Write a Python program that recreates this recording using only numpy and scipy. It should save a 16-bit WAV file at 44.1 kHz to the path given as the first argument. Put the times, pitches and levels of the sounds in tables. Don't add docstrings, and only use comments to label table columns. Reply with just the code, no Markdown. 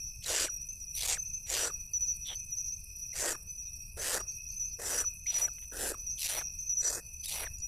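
import sys
import numpy as np
from scipy import signal
from scipy.fft import rfft, irfft, next_fast_len
from scipy.io import wavfile
from scipy.ndimage import uniform_filter1d

SR = 44100
rng = np.random.default_rng(int(sys.argv[2]) if len(sys.argv) > 2 else 0)


def gain_from_db(level_db):
    decades = np.asarray(level_db, float) / 20
    return 10 ** decades


def store_wav(level_fs):
    pcm = np.round(np.clip(np.atleast_2d(level_fs), -1, 1) * 32767)
    wavfile.write(sys.argv[1], SR, pcm.T.astype(np.int16))


N = 338247

# centre in Hz, width in Hz, level in dB.
MOUTH = [(5700, 1080, 1.5), (7400, 1100, 8), (8530, 480, -7)]
BEAK = [(10000, 1440, 6), (12500, 1400, 2), (14300, 1100, -2)]


def evened(x):
    return x / np.sqrt(np.mean(x ** 2) + 1e-20)


def add(mix, s, sound):
    at = round(s * SR)
    sound = sound[max(-at, 0):]
    part = mix[max(at, 0):][:len(sound)]
    part += sound[:len(part)]


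def resonate(x, modes):
    size = next_fast_len(len(x))
    f = np.fft.rfftfreq(size, 1 / SR)
    gain = sum(gain_from_db(db) * np.exp(-((f - hz) / width) ** 2) for hz, width, db in modes)
    return evened(irfft(rfft(x, size) * gain, size)[:len(x)])


def drift(hz, size=N):
    knots = rng.standard_normal(N // 32)
    return evened(np.interp(np.arange(size) * hz / SR, np.arange(len(knots)), knots))


def patchwork(shape):
    rough = rng.standard_normal(shape)
    return evened(uniform_filter1d(uniform_filter1d(rough, size=10, axis=0), size=12, axis=1))


def highpass(x, hz):
    return signal.sosfilt(signal.butter(8, hz, "high", fs=SR, output="sos"), x)


def grass(x, t60):
    taps = np.zeros(SR // 2)
    starts = np.arange(300, len(taps) - 20, 20)
    taps[starts + rng.integers(0, 20, len(starts))] = 1
    taps *= rng.choice([-1., 1.], len(taps)) * gain_from_db(-60 * np.arange(len(taps)) / SR / t60)
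    return signal.fftconvolve(x, taps / np.linalg.norm(taps))[:N]


def bed(shape, db, patchy_db, flicker_db):
    frames, hz = N // 256 + 5, np.fft.rfftfreq(1024, 1 / SR)
    a, b = rng.standard_normal((2, 513, frames))
    f, level = np.transpose(shape)
    level_db = np.interp(np.log(hz + 1), np.log(f), level, left=-99, right=-99)[:, None]
    uneven_db = patchy_db * patchwork((513, frames)) + flicker_db * rng.standard_normal(frames)
    z = (a + 1j * b) * gain_from_db(level_db + uneven_db)
    return gain_from_db(db) * evened(signal.istft(z, nperseg=1024, noverlap=768)[1][:N])


def wind():
    # frequency in Hz, density in dB per Hz.
    spectrum = [(12, -29), (24, 7), (58, 0), (84, -18), (122, -8), (330, -39), (439, -33.5), (601, -41),
                (791, -40), (2200, -58.5), (2860, -112), (4840, -120)]
    return bed(spectrum, db=-51, patchy_db=1.28, flicker_db=.95)


def far_insects():
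    # frequency in Hz, density in dB per Hz.
    spectrum = [(1710, -90), (2900, -29), (3370, -34), (4160, -28), (4470, -17), (5030, -8), (5250, -24),
                (6820, -56), (11600, -120)]
    return bed(spectrum, db=-78, patchy_db=8, flicker_db=.5)


def katydids():
    # frequency in Hz, density in dB per Hz.
    spectrum = [(3820, -50), (6500, -44), (7040, -21), (7610, -7.5), (8210, -3), (8680, 4), (9160, 0.5),
                (9580, -44), (10000, 3.5), (10600, 5.5), (11900, 3), (12800, 1), (13400, -22),
                (14500, -1.5), (15600, -16)]
    return bed(spectrum, db=-58, patchy_db=2.4, flicker_db=3.9)


def chorus():
    out = np.zeros(N)
    for hz, width, db in [(4690, 59, -82), (5060, 45, -80), (5470, 90, -82),
                          (5720, 97, -61), (5900, 70, -61.5), (6050, 94, -61)]:
        out += gain_from_db(db + 3.1 * drift(7)) * resonate(rng.standard_normal(N), [(hz, width, 0)])
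    trill = resonate(rng.standard_normal(N), [(2557, 110, 5.5), (2640, 480, -29)])
    return out + gain_from_db(-62 + 2.1 * drift(32)) * trill


def wing_strokes():
    # start in seconds, pace, pitch in Hz, level in dB,
    # haste of the second stroke in seconds.
    high_phrases = [
        (.687, .995, 6120, -38, .012),
        (2.058, 1.022, 6125, -38.5, 0),
        (3.991, .998, 6140, -40, 0),
        (6.096, .99, 6135, -39.5, 0),
    ]
    phrase_s = [0, .288, .496, .572, .648]
    # first stroke in seconds,
    # last stroke in seconds, pitch in Hz, level in dB, late drop in Hz.
    near_chirps = [(0, 0, 5900, -41, 20), (1.612, 1.612, 5890, -34.5, 200), (1.933, 2.006, 5945, -31, 150),
                   (2.082, 2.082, 5960, -32, 120), (4.595, 4.595, 5920, -34, 140),
                   (4.906, 4.906, 5930, -37.5, 300), (4.976, 5.047, 5950, -31.5, 120),
                   (5.265, 5.415, 5885, -29.5, 40), (6.362, 6.362, 5850, -37, 260),
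                   (6.692, 6.844, 5895, -29, 40), (7.618, 7.618, 5860, -38, 30)]
    low_chirps = [(-.012, -.012, 5680, -47, 250), (.037, .037, 5720, -46, 250),
                  (.538, .538, 5770, -44, 350), (2.074, 2.074, 5740, -41, -150),
                  (2.626, 2.626, 5780, -46, 200), (2.664, 2.664, 5850, -41, 300),
                  (.278, .494, 5825, -38.5, 30), (.61, .61, 5870, -51, 100), (.798, .941, 5840, -43.5, 280),
                  (1.1, 1.1, 5770, -50, 200), (1.247, 1.247, 5800, -45.5, 200),
                  (1.429, 1.429, 5840, -49, 50), (1.46, 1.46, 5800, -46, 250),
                  (1.716, 1.716, 5800, -38.5, 30), (2.22, 2.22, 5750, -48, 200),
                  (2.506, 2.58, 5850, -40.5, 250), (2.953, 3.09, 5830, -44.5, 200),
                  (3.317, 3.317, 5720, -48, 100), (3.581, 3.721, 5850, -43.5, 330),
                  (3.791, 3.791, 5770, -48, 300), (4.123, 4.27, 5790, -42.5, 170),
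                  (4.332, 4.462, 5820, -44, 175), (4.834, 4.834, 5820, -41.5, 90),
                  (5.931, 5.931, 5765, -49.5, 105), (6.064, 6.064, 5770, -41.5, 220),
                  (6.213, 6.291, 5840, -43.5, 100), (6.436, 6.436, 5750, -42, 100),
                  (6.452, 6.6, 5860, -46.5, 280), (7.3, 7.365, 5740, -46, 100),
                  (7.44, 7.52, 5850, -45.5, 100)]
    middle_chirps = [(.05, .05, 6020, -45.5, 50), (.095, .17, 6130, -54, 10), (.6, .6, 5950, -50, 50),
                     (2.56, 2.56, 6020, -44, 30), (4.93, 4.93, 5760, -42, 200), (5.15, 5.21, 6190, -56, 10),
                     (.875, .875, 5960, -45, 100), (1.31, 1.31, 5920, -50, 30),
                     (1.549, 1.549, 5920, -42, 30), (1.666, 1.791, 5980, -44.5, 30),
                     (2.207, 2.357, 5915, -45.5, 100), (2.417, 2.482, 6050, -47, 50),
                     (2.892, 2.892, 5980, -49.5, 90), (2.98, 3.118, 5980, -46, 130),
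                     (3.47, 3.47, 6010, -44.5, 60), (3.548, 3.625, 6050, -45.5, 110),
                     (3.02, 3.16, 6110, -54, 60), (5.51, 5.65, 6120, -54, 20), (6.11, 6.11, 6050, -43, 30),
                     (6.24, 6.31, 6020, -49, 60), (6.42, 6.42, 5990, -47, 60),
                     (4.711, 4.711, 5870, -47, 30), (5.179, 5.179, 5980, -53.5, 95),
                     (5.48, 5.61, 6000, -48, 105), (5.67, 5.725, 5905, -48, 100),
                     (5.976, 6.03, 6020, -47, 100), (6.158, 6.158, 6050, -45, 200),
                     (7.049, 7.196, 6040, -45.5, 125), (7.323, 7.323, 6040, -43.5, 60)]
    far_chirps = [(.091, .17, 5410, -63, 30), (2.78, 2.92, 5350, -71, 30), (3.071, 3.071, 5400, -57, 30),
                  (4.4, 4.54, 5330, -76, 30), (4.68, 4.751, 5400, -62, 30)]
    # stroke length in seconds, attack share, release share, wobble in dB, edge scrape in dB.
    high_wing = (.056, .03, .14, 2.3, -33)
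    near_wing = (.053, .05, .24, .9, -25)
    hidden_wing = (.056, .06, .2, 2.6, -45)
    gap_s, swell_db = .072, .6
    strokes = []
    for s, pace, hz, db, haste in high_phrases:
        for at in phrase_s:
            strokes.append((s + pace * at - haste * (at == phrase_s[1]), hz, db, 110, high_wing))
    for rows, wing in [(near_chirps, near_wing), (low_chirps + middle_chirps + far_chirps, hidden_wing)]:
        for first, last, hz, db, drop_hz in rows:
            times = np.linspace(first, last, round((last - first) / gap_s) + 1)
            strokes += [(s, hz, db + swell_db * (s - times.mean()) / gap_s, drop_hz, wing) for s in times]
    return strokes


def crickets():
    scattered, scrapes, song = np.zeros((3, N))
    wobble = drift(70)
    for s, hz, db, drop_hz, (length, attack, release, wobble_db, scrape_db) in wing_strokes():
        u = np.linspace(0, 1, round(length * SR))
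        rise_hz = np.clip(.9 * (hz - 5960), 0, 210)
        sag_hz = 1.4 * (drop_hz + 50) * u ** 5.1
        pitch_hz = hz + rise_hz * (np.clip((u - .12) / .3, 0, 1) - .52) - sag_hz
        turn = 2 * np.pi * (np.cumsum(pitch_hz) / SR + rng.random())
        dip_db = -.005 * sag_hz - .075 * rise_hz * np.exp(-((u - .6) / .13) ** 2)
        shape = np.minimum(u / attack, 1) * np.clip((1 - u) / release, 0, 1) * gain_from_db(dip_db)
        stroke = np.sqrt(2) * shape * (np.sin(turn) + .028 * np.sin(2 * turn))
        wobbling = np.resize(wobble[max(round(s * SR), 0):], len(u))
        add(song, s, gain_from_db(db + wobble_db * wobbling) * stroke)
        add(scattered, s, gain_from_db(.5 * db - 26) * stroke)
        catch, let_go = np.exp(-((u - .05) / .035) ** 2), np.exp(-((u - .88) / .07) ** 2)
        add(scrapes, s, gain_from_db(db + scrape_db) * (catch + .3 * np.exp(-u / .4) + .5 * let_go))
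    scrapes *= resonate(rng.standard_normal(N), [(6800, 420, 0), (5050, 200, -4)])
    return highpass(song + grass(scattered, .42), 5100) + scrapes


def ticks():
    # time in seconds,
    # peak in dB, centre in Hz.
    dry_ticks = [(.0303, -42, 10400), (.2384, -27, 6200), (.243, -30, 4200), (.8011, -40, 8500),
                 (1.2344, -50, 11700), (2.095, -42, 14000), (2.166, -35.5, 10400), (2.204, -44, 9500),
                 (2.4009, -40, 10400), (2.44, -46, 7000), (2.6666, -38.5, 10400), (2.802, -40, 10500),
                 (3.7329, -42, 10200), (4.5415, -36, 10400), (4.5745, -39, 10400), (5.6151, -36, 11000),
                 (6.0057, -42, 11900), (7.1362, -42, 10500), (.4997, -41, 9500), (.5047, -40, 9500),
                 (1.1987, -45, 9500), (5.069, -42, 9500), (7.5842, -35, 6500), (7.6011, -34, 6600),
                 (7.64, -41, 10400)]
    gulps = [(5.582, -42, 2300), (5.62, -49, 2800), (5.626, -51, 2200), (5.633, -51, 3000),
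             (5.639, -53, 2400), (5.645, -54, 3000), (5.588, -42, 10500), (5.535, -45, 8500)]
    out, t = np.zeros(N), np.arange(600) / SR
    for s, db, hz in dry_ticks + gulps:
        snap = resonate(rng.standard_normal(600), [(hz, max(.17 * hz, 1200), 0)])
        add(out, s, gain_from_db(db - 6.5) * snap * np.exp(-t / .0035) * np.minimum(t / .001, 1))
    return out


def opening(u, widest, climb_db, climb_power, fall_db, fall_power):
    climb = climb_db * np.clip(1 - u / widest, 0, 1) ** climb_power
    fall = fall_db * np.clip((u - widest) / (1 - widest), 0, 1) ** fall_power
    return -climb - fall


def folds(effort_db, per_s, spread_db, air, stall):
    size = len(effort_db)
    rate = per_s * gain_from_db(.6 * np.clip(effort_db + 4, -20, 0))
    turns = np.cumsum(rate * gain_from_db(4 * drift(600, size))) / SR
    strength = gain_from_db(spread_db * np.clip(rng.standard_normal(size), -3, .8))
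    slaps = (np.diff(np.floor(turns), prepend=0) > 0) * strength
    slaps[3:] -= .5 * slaps[:-3].copy()
    flow = np.clip(1.6 * (drift(560, size) + stall), .22, 1)
    return flow * (evened(slaps / np.sqrt(rate)) + air * rng.standard_normal(size))


def slide(x, modes, scale):
    f, t, z = signal.stft(x, SR, nperseg=512, noverlap=384)
    f = f[:, None]
    at = np.interp(t * SR, np.arange(len(x)), np.clip(scale, .4, 2))
    gain = sum(gain_from_db(db) * np.exp(-((f / at - hz) / width) ** 2) for hz, width, db in modes)
    gain *= gain_from_db(2.5 * patchwork(z.shape))
    gain *= 1 - np.exp(-(f / 250) ** 4)
    return evened(signal.istft(z * gain, SR, nperseg=512, noverlap=384)[1][:len(x)])


def rasp(row, manner, beak_db, slides, chest, throat, stall):
    s, length, mouth_db, chest_db, throat_db = row
    u = np.arange(0, length, 1 / SR) / length
    opened_db = np.array([opening(u, *part) for part in manner])
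    drive = folds(opened_db[2], per_s=800, spread_db=4.6, air=.58, stall=stall)
    early, late = (1 - u) ** 3.1, u ** 5.1
    parts = np.array([slide(drive, MOUTH, 1 + .04 * late),
                      slide(drive, chest, 1 + slides[0] * early + slides[1] * late),
                      slide(drive, throat, 1 + slides[2] * early + slides[3] * late),
                      slide(drive, BEAK, 1 - .04 * late)])
    level_db = opened_db + np.c_[[mouth_db, chest_db, throat_db, chest_db + beak_db]]
    return s, signal.windows.tukey(len(u), .09) * (gain_from_db(level_db) * parts).sum(0)


def rasps():
    # centre in Hz, width in Hz, level in dB.
    chest = [(489, 199, 2), (950, 370, -8), (1674, 396, -3)]
    small_chest = [(656, 310, 4.5), (1200, 270, -11), (1900, 920, -1)]
    deep_chest = [(430, 230, 3), (820, 260, -10), (1650, 320, -3)]
    throat = [(2680, 530, -1.5), (3800, 1100, -2.5), (4980, 440, -5.5)]
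    small_throat = [(2380, 470, 0.078), (3700, 990, 3.1), (4800, 940, -3)]
    pinched_throat = [(3370, 300, -1.5), (3300, 1200, -15)]
    turned_throat = [(3300, 500, -11), (4600, 600, 0)]
    # start in seconds, length in seconds, mouth, chest and throat levels in dB.
    eased_rasps = [(1.455, .261, -35, -41, -41), (3.127, .238, -36.5, -39.5, -45.5)]
    sudden_rasps = [(3.962, .263, -38, -40, -43.5), (4.785, .271, -38.5, -40.5, -48)]
    small_rasps = [(6.172, .263, -41.5, -43.5, -42.5), (7.225, .262, -46.5, -45, -46)]
    pinched_rasps = [(2.24, .114, -62, -52, -42)]
    swelling_rasps = [(.94, .245, -34.5, -46, -41)]
    weak_rasps = [(5.255, .24, -47.5, -47.5, -48)]
    turned_rasps = [(6.775, .235, -37.5, -45.5, -50)]
    deep_rasps = [(5.712, .246, -42, -42.5, -48.5)]
    late_rasps = [(.215, .275, -34.5, -39.5, -38)]
    # widest as share of length,
    # climb in dB, climb power, fall in dB, fall power.
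    eased = [(.55, 42, 6.1, 35, 4.6), (.8, 37, 4.8, 23, 3.4), (.55, 28, 4.5, 35, 4.4),
             (.55, 30, 6.1, 22, 4.1)]
    sudden = [(.55, 17, 2.5, 29, 4.5), (.75, 11, 2.1, 26, 5.1), (.55, 21, 2.2, 27, 3.6),
              (.55, 15, 2.5, 26, 4.5)]
    small = [(.3, 20, 2.6, 32, 2.4), (.8, 38, 2.1, 22, 3.5), (.45, 19, 9.1, 24, 3.5), (.6, 24, 14, 30, 4.1)]
    shut = [(.4, 16, 3.1, 14, 6.1), (.62, 60, 1.6, 24, 2.4), (.55, 33, 4.1, 30, 4.1),
            (.6, 14, 2.1, 16, 4.1)]
    swelling = [(.8, 30, 2.4, 31, 2.6), (.65, 35, 1.9, 17, 6.1), (.55, 28, 4.9, 30, 3.6),
                (.35, 19, 12, 30, 3.6)]
    weak = [(.75, 16, 2.4, 27, 2.8), (.85, 30, 2.6, 22, 3.1), (.3, 34, 4.1, 22, 2.4),
            (.62, 30, 1.7, 25, 3.1)]
    turned = [(.3, 38, 1.8, 24, 8.1), (.85, 36, 4.6, 20, 2.5), (.33, 38, 1.8, 14, 2.6),
              (.8, 28, 1.9, 28, 1.8)]
    deep = [(.6, 22, 2.5, 29, 4.5), (.7, 9, 2.1, 22, 5.1), (.55, 24, 2.2, 27, 3.6), (.55, 15, 2.5, 26, 4.5)]
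    late = [(.78, 40, 5.6, 30, 3.6), (.8, 52, 4.8, 20, 3.4), (.8, 20, 2.6, 22, 3.1), (.7, 36, 7.1, 22, 3.6)]
    beak_over_chest_db = [-2.5, -.1, 4.1, -7.1, 5.3, 4.4, 2.1, 1.5, -2.5]
    slides_by_manner = [(.2, -.15, -.1, -.1), (.05, -.15, .05, -.1), (.3, -.1, .1, -.1),
                        (.3, -.1, .08, -.1), (.3, -.1, .1, -.1), (.3, -.1, -.1, -.1), (.1, -.05, -.2, .3),
                        (-.05, -.12, .1, -.05), (.2, -.1, -.1, -.15)]
    big_flow, small_flow = 1.55, 1.25
    big_chick, small_chick = (chest, throat, big_flow), (small_chest, small_throat, small_flow)
    voices = [(eased_rasps, eased, big_chick), (sudden_rasps, sudden, big_chick),
              (small_rasps, small, small_chick),
              (pinched_rasps, shut, (small_chest, pinched_throat, small_flow)),
              (swelling_rasps, swelling, small_chick), (weak_rasps, weak, small_chick),
              (turned_rasps, turned, (chest, turned_throat, big_flow)),
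              (deep_rasps, deep, (deep_chest, throat, big_flow)), (late_rasps, late, big_chick)]
    out = np.zeros(N)
    for (rows, manner, chick), beak_db, slides in zip(voices, beak_over_chest_db, slides_by_manner):
        for row in rows:
            add(out, *rasp(row, manner, beak_db, slides, *chick))
    return out


def catch(voice):
    # start in seconds, length in seconds.
    catches = [(.25, .006), (5.372, .006), (6.197, .006), (6.209, .006), (6.273, .006), (6.835, .005)]
    out = voice.copy()
    for s, length in catches:
        size = round(length * SR)
        out[round(s * SR):][:size] *= 1 - .9 * signal.windows.tukey(size, .5)
    return out


def fry(voice):
    # first in seconds, last in seconds, gap in seconds, peak in dB, throat in Hz.
    runs = [(.4595, .4595, .005, -24, 2500), (.467, .477, .005, -25, 2200),
            (.9965, 1.001, .0045, -30, 2300), (1.1505, 1.167, .0041, -26, 2250),
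            (7.449, 7.461, .004, -34, 2300), (1.685, 1.697, .004, -32, 1700),
            (5.926, 5.938, .004, -35, 1600), (4.188, 4.2, .004, -33, 1750), (3.333, 3.345, .004, -33, 1550),
            (6.1795, 6.1835, .004, -34, 3300), (5.027, 5.039, .004, -33, 1700),
            (6.4, 6.408, .004, -29, 2200), (7.263, 7.263, .005, -32, 4000), (5.452, 5.472, .004, -36, 2300)]
    out, click = voice.copy(), np.zeros(400)
    click[200], click[203] = 1, -.6
    for first, last, gap, db, hz in runs:
        span = round((last - first + 1.5 * gap) * SR)
        out[round((first - .5 * gap) * SR):][:span] *= 1 - .62 * signal.windows.tukey(span, .3)
        head = [(f, width, level - 8) for f, width, level in MOUTH + BEAK]
        slap = resonate(click, [(hz, 380, 15), (550, 300, 6), (4300, 900, -4)] + head)
        for k, s in enumerate(np.arange(first, last + .5 * gap, gap)):
            add(out, s - 200 / SR, gain_from_db(db - 1.5 * k) * slap / abs(slap).max())
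    return out


def squeak(voice):
    # start in seconds, first pitch in Hz, last pitch in Hz, level in dB.
    squeaks = [(0.257, 3800, 4040, -43.5), (.4795, 1850, 1200, -45), (.942, 4050, 3950, -61),
               (.968, 3950, 3500, -50), (7.236, 3000, 3600, -54), (6.206, 4200, 3600, -46),
               (3.126, 1950, 2200, -57), (1.166, 2150, 1160, -45), (1.698, 1470, 1010, -47),
               (3.345, 1400, 950, -45.5), (4.2, 1610, 1025, -43.5), (5.036, 1700, 1000, -46),
               (5.259, 1900, 2630, -48), (5.477, 1810, 1200, -46.5), (5.938, 1500, 950, -45),
               (6.411, 1860, 1200, -47), (7.266, 3920, 3700, -49), (7.463, 2190, 1370, -42.5)]
    out = voice.copy()
    u = np.linspace(0, 1, round(.017 * SR))
    for s, from_hz, to_hz, db in squeaks:
        glide_hz = from_hz + (to_hz - from_hz) * u ** .8
        turn = 2 * np.pi * np.cumsum(glide_hz * (1 + .012 * drift(700, len(u)))) / SR
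        second = .5 if from_hz > 3700 else .2
        tone = np.sin(turn) + second * np.sin(2 * turn) + .08 * np.sin(3 * turn)
        if 3900 < from_hz < 3940:
            out[round(s * SR):][:len(u)] *= 1 - .85 * signal.windows.tukey(len(u), .4)
        fade_db = -12 * u * (from_hz - to_hz > 300)
        add(out, s, gain_from_db(db + 4 + fade_db) * np.sqrt(2) * tone * signal.windows.tukey(len(u), .6))
    return out


def chicks():
    return squeak(fry(catch(rasps())))


def parting_treble(voice):
    # start in seconds, length in seconds, level in dB.
    splits = [(0.938, 0.037, -7), (1.46, 0.038, -20), (3.182, 0.097, -5), (4.023, 0.24, -24),
              (4.814, 0.11, -6), (5.727, 0.22, -4.5), (6.288, 0.091, -9), (6.902, .04, -22),
              (7.226, 0.088, -9), (7.423, .04, -11)]
    parting = np.zeros(N)
    for s, length, db in splits:
        add(parting, s, gain_from_db(db) * np.hanning(round(length * SR)))
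    return parting * highpass(grass(voice, .02), 5000)


def buzzer():
    # start in seconds, level in dB.
    buzzes = [(1.7, -76), (1.91, -69), (2.11, -68), (2.32, -68), (2.66, -79), (3.46, -78), (3.72, -78),
              (4.29, -68), (4.49, -68), (4.685, -69), (5.5, -76), (6.67, -78), (7.02, -72), (7.18, -74),
              (7.59, -69)]
    length, throbs_per_s = .07, 45
    out, t = np.zeros(N), np.arange(0, length, 1 / SR)
    throb = np.sin(np.pi * t / length) * (1 - .6 * np.cos(2 * np.pi * throbs_per_s * t))
    for s, db in buzzes:
        add(out, s, gain_from_db(db + 5) * throb)
    return out * resonate(rng.standard_normal(N), [(4580, 190, 0)])


def scene():
    insects = far_insects() + katydids() + chorus() + crickets() + buzzer()
    voice = ticks() + chicks()
    near_echo = gain_from_db(-27.5) * grass(voice, .21)
    far_echo = gain_from_db(-33) * grass(resonate(voice, [(800, 1000, 0)]), .48) * voice.std()
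    mid = wind() + insects + voice + near_echo + far_echo
    side = parting_treble(voice)
    return np.array([mid + side, mid - side])


def low_pass(x):
    return signal.sosfilt(signal.butter(12, 15720, fs=SR, output="sos"), x)


def record(dry):
    return low_pass(dry)


dry = scene()
out = record(dry)
store_wav(out)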